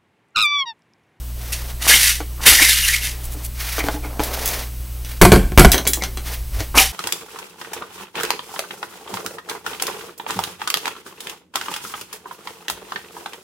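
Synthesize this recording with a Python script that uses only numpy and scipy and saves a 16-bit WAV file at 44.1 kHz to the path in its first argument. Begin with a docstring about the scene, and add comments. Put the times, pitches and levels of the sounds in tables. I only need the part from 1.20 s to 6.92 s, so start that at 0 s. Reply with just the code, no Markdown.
"""A workshop heard in mono at the bench: wavering mains hum, whine, rumble and hiss lie under everything.
A sleeve rustles, then a shoe sweeps plastic shards over gritty floor: grains crackle, stick-slip squeals.
Thin scuffs and knocks of a hollow clock case follow, with loose parts rubbing and clacking as damped modes.
A hammer dropped on the bench, noise bands and modes dying together, drives the input into clipping.
More clacks come after it, then low footfalls and one last short sweep of the shoe."""
import sys
import numpy as np
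from scipy import signal
from scipy.fft import rfft, irfft
from scipy.io import wavfile
from scipy.ndimage import uniform_filter1d

SR = 44100
rng = np.random.default_rng(int(sys.argv[2]) if len(sys.argv) > 2 else 0)


def to_wav(sig):
    """Store sig (one row per channel, or 1-D mono) as 16-bit WAV at the path in sys.argv[1].

    Samples outside -1..1 are clipped; the rate is SR.
    """
    pcm = np.clip(np.atleast_2d(sig), -1, 1) * 32767
    pcm = np.round(pcm).astype(np.int16)
    wavfile.write(sys.argv[1], SR, pcm.T)  # frames by channels


N = 252252
TIME = np.arange(N) / SR  # s
FREQ = np.maximum(np.arange(N // 2 + 1) * SR / N, 1)  # Hz


def undb(db):
    """Level law: decibels to amplitude gain."""
    return 10 ** (np.asarray(db) / 20)


def unit(x):
    """Normalisation: scale to rms 1."""
    return x / np.sqrt(np.mean(x ** 2))


def colour(x, points):
    """Spectral shaping by a (Hz, dB) outline that falls 18 dB per octave more beyond its ends."""
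    hz, db = np.transpose(points)
    octaves_below = np.maximum(np.log2(hz[0] / FREQ), 0)
    octaves_above = np.maximum(np.log2(FREQ / hz[-1]), 0)
    outline_db = np.interp(np.log(FREQ), np.log(hz), db)
    gain = undb(outline_db - 18 * (octaves_below + octaves_above))
    return unit(irfft(rfft(x) * gain, N))


def resonate(x, modes):
    """Forced resonance: parallel second-order responses, each (Hz, width Hz, dB)."""
    gain = sum(undb(db) / (1 + 1j * hz / width * (FREQ / hz - hz / FREQ)) for hz, width, db in modes)
    return unit(irfft(rfft(x) * gain, N))


def walk(rate):
    """Low-passed chance: random steps at a rate in Hz, smoothed, with a spread near 1."""
    step = max(int(SR / rate), 1)
    held = np.repeat(rng.standard_normal(N // step + 1), step)
    # smoothing lowers the spread; the factor restores it
    return np.sqrt(3 / 2) * uniform_filter1d(held, step)[:N]


def grains(per_s, spread_db):
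    """Granular friction: a random train of tiny clicks of unequal size."""
    size = undb(spread_db * np.minimum(rng.exponential(size=N), 5))
    present = rng.random(N) < per_s / SR
    return unit(present * size * rng.standard_normal(N))


def swell(middle_s, half_s):
    """Gaussian envelope: a bell-shaped rise and fall."""
    return np.exp(-.5 * ((TIME - middle_s) / half_s) ** 2)


def gesture(start_s, rise_s, hold_s, release_db_per_s):
    """Envelope of one movement: a linear rise, a hold and an exponential release."""
    age = TIME - start_s
    release_s = np.maximum(age - rise_s - hold_s, 0)
    return np.clip(age / rise_s, 0, 1) * undb(-release_db_per_s * release_s)


def add(out, s, x):
    """Superposition: mix x in at time s."""
    i = int(s * SR)
    out[i:i + len(x)] += x[:N - i]


def strikes(events, body, modes, modes_db, crack_db, crack_s):
    """Impact response: a short crack, a dense ring that dies band by band, and the object's own modes."""
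    t = TIME[:SR // 2]
    centres = 44 * 2 ** (np.arange(18) / 2)  # Hz, half an octave apart
    hz, db, t60 = np.transpose(body)
    band_db = np.interp(np.log(centres), np.log(hz), db)
    band_t60 = np.interp(np.log(centres), np.log(hz), t60)
    filters = [signal.butter(2, [f / 2 ** .25, f * 2 ** .25], "band", fs=SR, output="sos") for f in centres]
    out = np.zeros(N)
    for s, level_db, tilt_db, length in events:
        # the point of contact decides how much of each band and mode is woken
        chance_db = rng.standard_normal(len(centres))
        weight = undb(band_db + tilt_db * np.log2(centres / 500) + chance_db)
        # normalise by the noise power the bands pass
        weight = weight / np.sqrt(np.sum(weight ** 2 * centres) / (np.sqrt(2) * SR))
        # a hand or a second contact shortens the ring
        fade = -np.log(1000) * t / max(length, .1)
        decay = np.exp(fade / band_t60[:, None]) + undb(crack_db) * np.exp(-t / crack_s)
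        noise = rng.standard_normal(2 * len(t))
        # the first half of the noise lets the filters settle
        bands = np.array([signal.sosfilt(sos, noise)[len(t):] for sos in filters])
        hit = weight @ (bands * decay)
        for f, mode_db, ring_s in modes:
            size = undb(modes_db + mode_db + 2 * rng.standard_normal()) * rng.choice([-1, 1])
            detune = 1 + .025 * rng.standard_normal()
            hit = hit + size * np.sin(2 * np.pi * f * detune * t) * np.exp(fade / ring_s)
        add(out, s, undb(level_db) * hit)
    return out


def damped(hits, ring, halving_db):
    """Contact damping: a part pressed home firmly stops sooner than one that merely taps."""
    typical_db = -18  # a hit at this level has ring length factor ring
    return [(s, db, tilt, ring * .5 ** ((db - typical_db) / halving_db)) for s, db, tilt in hits]


def room(x, wet_db, t60_s):
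    """Reverberation: a cluttered shop answers with a short, exponentially decaying diffuse tail."""
    t = TIME[:SR // 2]
    tail = rng.standard_normal(len(t)) * np.exp(-np.log(1000) * t / t60_s)
    tail = tail * (t > .005)  # the first reflections arrive after 5 ms
    return x + undb(wet_db) * signal.fftconvolve(x, tail / np.sqrt(np.sum(tail ** 2)))[:N]


def background():
    """Stationary sources: steady tones with wandering phase and level, and two shaped noises."""
    # Mains hum. Each row: frequency in Hz, rms level in dB before the waver.
    hum_tones = [(59.2, -29.5), (120, -41.5), (180, -59.5)]
    # Faint electronic whine. Each row: frequency in Hz, rms level in dB before the waver.
    whine_tones = [(2896, -64), (8000, -57), (11590, -65), (13103, -60)]
    # Spectrum of the microphone hiss. Each row: frequency in Hz, relative level in dB.
    hiss_outline = [(150, -49), (250, -3.5), (1770, -13.5), (2980, -12), (3480, -13), (6380, -12.5),
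                    (7580, -16), (7990, -13), (15700, -8.5)]
    tones = np.zeros(N)
    for hz, db in hum_tones + whine_tones:
        phase = 2 * np.pi * hz * TIME + 0.6 * walk(3.5)
        tones += undb(db) * np.sqrt(2) * np.sin(phase)
    rumble = colour(rng.standard_normal(N), [(22, 10.5), (60, 0.5), (110, -8.5), (250, -15.5)])
    hiss = colour(rng.standard_normal(N), hiss_outline)
    return tones * undb(.5 * walk(4.6)) + undb(-35.5) * rumble + undb(-40) * hiss


def footfalls():
    """Transient low-frequency vibration: each step sets the floor and bench swaying briefly."""
    # Footfalls through the floor. Each row: middle in seconds, half length in seconds,
    # frequency in Hz, peak level in dB.
    steps = [(1.323, 0.013, 62.2, -18), (1.423, 0.0052, 310, -20.5), (2.682, 0.062, 48, -33),
             (5.224, 0.015, 54.46, -19.5), (5.348, 0.023, 51.7, -15), (5.4, 0.017, 93.2, -21),
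             (5.564, 0.02, 55, -15)]
    out = np.zeros(N)
    for s, half_s, hz, db in steps:
        out += undb(db) * swell(s, half_s) * np.sin(2 * np.pi * (hz * TIME + rng.random()))
    return out


def handling():
    """Fibre friction: cloth hisses over cloth while loose parts rub along the bench."""
    # Movements of sleeve and trailing parts. Each row: start in seconds, rise in seconds,
    # hold in seconds, relative level in dB, low rub relative to that level in dB.
    movements = [(0.144, 0.081, 0.29, -37.5, -3.5), (1.766, 0.04, 0.44, -44, 0.5),
                 (2.342, 0.089, 0.17, -28, -13.5), (2.576, 0.004, 0.15, -32.5, 1),
                 (2.822, 0.016, 0.013, -43, 11.5), (2.883, 0.018, 0.091, -57, 21),
                 (2.985, 0.02, 0.28, -31, 2.5), (3.175, 0.036, 0.19, -26.5, -3.5),
                 (3.854, 0.0051, 0.073, -36.5, -23), (5.026, 0.07, 0.026, -29.5, -5),
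                 (5.31, 0.093, 0.007, -30, -2)]
    # Spectrum of the cloth. Each row: frequency in Hz, relative level in dB.
    cloth_outline = [(710, -4.5), (1200, 0), (2080, 4), (2750, 0.5), (6090, 0.5), (7240, -4.5),
                     (9780, -2.5), (15700, -1.5)]
    cloth = colour(rng.standard_normal(N), cloth_outline) * undb(2.3 * walk(90))
    rub = colour(grains(per_s=3100, spread_db=0.5),
                 [(250, 1.5), (320, -2.5), (450, 1.5), (700, 2.5), (1500, -7.5)])
    speed, press = np.zeros(N), np.zeros(N)
    for s, rise_s, hold_s, db, rub_db in movements:
        move = undb(db) * gesture(s, rise_s, hold_s, release_db_per_s=206)
        speed = np.maximum(speed, move)
        press = np.maximum(press, undb(rub_db) * move)
    return undb(-0.5) * speed * cloth + undb(-4.5) * press * rub


def scuffs():
    """Granular friction: plastic brushes past in brief, bright bursts of grains."""
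    # Thin, high scuffs of plastic. Each row: middle in seconds, level in dB.
    brushes = [(2.051, -32), (2.132, -34), (2.255, -28.5)]
    # Spectrum of a scuff. Each row: frequency in Hz, relative level in dB.
    scuff_outline = [(2500, -6.5), (6000, -4), (11000, 2.5), (15700, -1)]
    envelope = sum(undb(db) * swell(s, half_s=0.011) for s, db in brushes)
    return colour(grains(per_s=3300, spread_db=0), scuff_outline) * envelope


def knocks():
    """Cavity resonance: light knocks on wood wake the damped modes of the hollow clock case."""
    # Knocks of the case. Each row: time in seconds, level in dB, treble tilt in dB per octave.
    hits = [(1.004, -21, -0.5), (2.146, -26, -16.5), (2.582, -16.5, 2.5), (2.604, -20, 0.5),
            (2.641, -20, -15), (2.667, -20, -4), (2.686, -8, -4.5), (2.742, -20, -17), (2.76, -27, -8),
            (2.846, -26, -3), (2.9949, -9, -3), (3.0028, -13.5, -12), (4.588, -22, -5), (4.653, -22, 5),
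            (4.772, -25.5, -9), (5.405, -19, 5)]
    # Dense ring of the case. Each row: frequency in Hz, relative level in dB,
    # 60 dB decay time in seconds at ring length factor 1.
    case_ring = [(119, -16, 0.026), (322, 10, 0.25), (705, 23.5, 0.082), (1090, 21.5, 0.028),
                 (2320, 7, 0.24), (5830, 3.5, 0.021), (14800, -53, 0.026)]
    # Single modes of the case, with the same columns: Hz, relative dB, decay seconds.
    case_modes = [(307, -2, 0.14), (409, -8, 0.11)]
    return strikes(damped(hits, ring=0.65, halving_db=8), case_ring, case_modes,
                   modes_db=-6.5, crack_db=0.5, crack_s=0.0021)


def clacks():
    """Free vibration of small bodies: loose plastic parts of the clock clack with short, bright modes."""
    # Clacks of the parts. Each row: time in seconds, level in dB, treble tilt in dB per octave.
    hits = [(3.036, -23, 8), (3.2584, -19.5, 12), (3.277, -20, 10), (3.287, -23.5, 4), (3.8481, -35, 1),
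            (4.5177, -5.5, 5.5), (4.533, -16.5, -2.5), (4.544, -13.5, -4.5), (4.580, -17.5, -1.5),
            (4.668, -19.5, -5), (4.6735, -9.5, 10), (4.7342, -15, 4.5), (4.8225, -23, -4),
            (4.837, -20, -1.5), (4.9728, -27.5, -3)]
    # Dense ring of a plastic part. Each row: frequency in Hz, relative level in dB,
    # 60 dB decay time in seconds at ring length factor 1.
    plastic_ring = [(60, -34, 0.1), (203, -0.5, 0.45), (700, -0.5, 0.3), (2000, 4.5, 0.15), (4240, 4, 0.09),
                    (6100, 5, 0.016), (9200, 2, 0.013), (16700, -9, 0.3)]
    # Single modes of a plastic part, with the same columns: Hz, relative dB, decay seconds.
    plastic_modes = [(2270, 1, 0.089), (3350, 15, 0.071), (3950, 10.5, 0.07), (5760, -4, 0.05),
                     (6370, 11, 0.032), (6200, 17.5, 0.075)]
    return strikes(damped(hits, ring=0.69, halving_db=25), plastic_ring, plastic_modes,
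                   modes_db=-23, crack_db=12.0, crack_s=0.0022)


def slide():
    """Kinetic friction: the shoe's speed as a gain, a light touch, then a push that loses pace and lifts."""
    # Sweeps of the shoe. Each row: start in seconds, length of the light touch before it in seconds,
    # slide in seconds, level at the start in dB.
    sweeps = [(0.672, 0.082, 0.225, -13), (1.253, 0.048, 0.495, -11.5), (1.82, 0.02, 0.039, -21.5),
              (5.573, 0.018, 0.013, -10)]
    attack_s, sag_db_per_s, release_db_per_s = 0.0075, 18, 263
    speed = np.zeros(N)
    for s, touch_s, slide_s, db in sweeps:
        # the touch is 9.5 dB below the push
        touch = undb(-9.5) * gesture(s - touch_s, touch_s + attack_s, 0, release_db_per_s)
        push = gesture(s, attack_s, slide_s, release_db_per_s)
        sagging = undb(db - sag_db_per_s * np.maximum(TIME - s, 0))
        speed += sagging * np.maximum(touch, push)
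    return speed


def shoe():
    """Friction-driven resonance: grit crackles under ringing shards; the sole rumbles as it bears down."""
    # Spectrum of the grit. Each row: frequency in Hz, relative level in dB.
    grit_outline = [(530, -80), (900, -20.5), (1140, -16.5), (2100, 0), (2520, -5.5), (3050, -0.5),
                    (3320, -4), (5750, -3.5), (7660, -6.5), (11100, -5.5), (13800, -10.5), (15700, -18.5)]
    # Thin rings of the sliding shards. Each row: frequency in Hz, width in Hz, relative level in dB.
    shard_modes = [(1742, 94, 0), (2700, 180, 4), (3630, 150, 4), (5940, 200, -0.5), (9440, 39, 8.5),
                   (10730, 180, 6), (13500, 60, -5), (13300, 200, 6)]
    # Weight comes onto the sole. Each row: start in seconds, rise in seconds, hold in seconds,
    # relative level in dB.
    presses = [(0.594, 0.076, 0.081, -28.5), (1.173, 0.03, 0.05, -34.5), (1.247, 0.015, 0.052, -25.5),
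               (1.388, 0.0074, 0.01, -25), (5.541, 0.0072, 0.028, -21)]
    # The shards catch and break free. Each row: time in seconds, level in dB, fade constant in seconds.
    catches = [(0.321, -14, 0.016), (0.615, -25, 0.033), (0.681, -7.5, 0.027), (0.738, -11, 0.0076),
               (0.83, -4.5, 0.0069), (0.856, -19, 0.017), (1.263, 5.5, 0.017), (1.423, -8, 0.0078),
               (1.484, -7, 0.012), (5.549, -15.5, 0.025), (5.604, -10, 0.015)]
    friction = grains(per_s=9000, spread_db=-1.5) * undb(2.8 * walk(130))
    shards = resonate(grains(per_s=6300, spread_db=2), shard_modes)
    grit = unit(colour(friction, grit_outline) + undb(-8.0) * shards)
    sole = colour(grains(per_s=2500, spread_db=3.5),
                  [(170, -3), (300, 0.5), (500, -0.5), (800, 3), (1300, 3.5)])
    weight = np.zeros(N)
    for s, rise_s, hold_s, db in presses:
        weight += undb(db) * gesture(s, rise_s, hold_s, release_db_per_s=247)
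    out = slide() * grit + undb(-0.5) * weight * sole
    for s, db, fade_s in catches:
        age = np.maximum(TIME - s, 0)
        out += undb(db) * (1 - np.exp(-age / 0.0039)) * np.exp(-age / fade_s) * grit
    return out


def squeals():
    """Stick-slip drives resonances of the plastic, unevenly in both rate and strength."""
    # Loudest squeals of sliding plastic. Each row: middle in seconds, mean frequency in Hz,
    # relative level in dB.
    loud_squeals = [(0.712, 1749, -11), (0.738, 2093, -7), (0.745, 2970, -9), (1.27, 1823, -11.5),
                    (1.28, 2940, -11), (1.4, 1895, -10.5), (1.423, 2155, -8.5), (1.459, 2053, -9.5),
                    (1.505, 3650, -13), (1.642, 2800, -16.5), (1.694, 1800, -13.5), (1.743, 2110, -15.5),
                    (2.606, 2205, -21.5), (2.848, 2240, -32.5), (4.827, 2115, -24.5), (5.588, 2480, -7.5),
                    (5.61, 790, -17), (5.625, 2550, -25)]
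    # Fainter squeals, coming and going by chance all through a slide.
    # Each row: mean frequency in Hz, level relative to the slide in dB.
    judder = [(1990, -11), (2850, -21)]
    unsteady = walk(500)
    grip = unit(undb(3.7 * walk(350)))
    # the integral of relative pitch: times Hz, it gives turns of phase
    turns = np.cumsum(1 + .06 * unsteady) / SR
    loud = np.zeros(N)
    for s, hz, db in loud_squeals:
        loud += undb(db) * swell(s, half_s=0.01) * np.sin(2 * np.pi * hz * turns)
    drifting = turns + np.cumsum(0.04 * walk(25)) / SR  # a slower drift, as a share of the pitch
    faint = np.zeros(N)
    for hz, db in judder:
        strength = unit(undb(6.5 * walk(30)))
        faint += undb(db) * strength * np.sin(2 * np.pi * hz * drifting)
    return grip * (loud + slide() * faint)


def hammer():
    """Impact excitation: a dropped hammer bounces, waking the bench modes and a ring of wood and steel."""
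    # Blows on the bench. Each row: time in seconds, level in dB, treble tilt in dB per octave,
    # ring length factor.
    blows = [(4.0142, 8, 0.5, 0.74), (4.034, -6, -3, 0.58), (4.051, -2, -0.5, 1.04), (4.119, 4.5, -1, 0.95),
             (4.161, -7, -4.5, 0.76), (4.3205, -22, -3.5, 0.83), (4.3759, 13, -0.5, 0.5),
             (4.394, 6, 0.5, 0.67), (4.4472, 3, 0, 0.32), (4.462, -6, -5.5, 0.58)]
    # Dense ring of wood and steel. Each row: frequency in Hz, relative level in dB,
    # 60 dB decay time in seconds at ring length factor 1.
    thud = [(50, 3, 0.56), (155, 1.5, 0.31), (490, -5.5, 0.19), (1140, -1, 0.13), (2750, -15, 0.24),
            (7500, -13, 0.018), (10500, -18.5, 0.21), (15500, -26, 0.22)]
    # Single modes of the bench top, with the same columns: Hz, relative dB, decay seconds.
    bench_modes = [(42.1, -4, 0.38), (61.5, -6, 0.29), (100.7, -1.5, 0.13), (163.6, 2.5, 0.1),
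                   (197.4, -7, 0.36), (302.4, -3, 0.093), (358, -1, 0.15), (422, 1.5, 0.079),
                   (734, -7, 0.13), (1087, -14.5, 0.11)]
    return strikes(blows, thud, bench_modes, modes_db=-4.0, crack_db=6.5, crack_s=0.0045)


def scene():
    """Superposition: all sources add at one microphone, the struck and sliding ones with a room tail."""
    bench = room(hammer(), wet_db=-16.5, t60_s=0.39)
    bench += room(knocks(), wet_db=-7.5, t60_s=0.066)
    bench += room(clacks(), wet_db=-4.0, t60_s=0.16)
    floor = room(shoe() + squeals(), wet_db=-6.5, t60_s=0.23)
    mono = bench + floor + footfalls() + handling() + scuffs() + background()
    return np.array([mono, mono])


def record(dry):
    """Amplitude limiting: the input clips flat near full scale, then a low-pass cuts the top."""
    top_hz = 15800
    clipped = np.clip(dry, -.97, .97)
    return signal.sosfiltfilt(signal.ellip(10, .1, 50, top_hz, fs=SR, output="sos"), clipped)


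dry = scene()
out = record(dry)
to_wav(out)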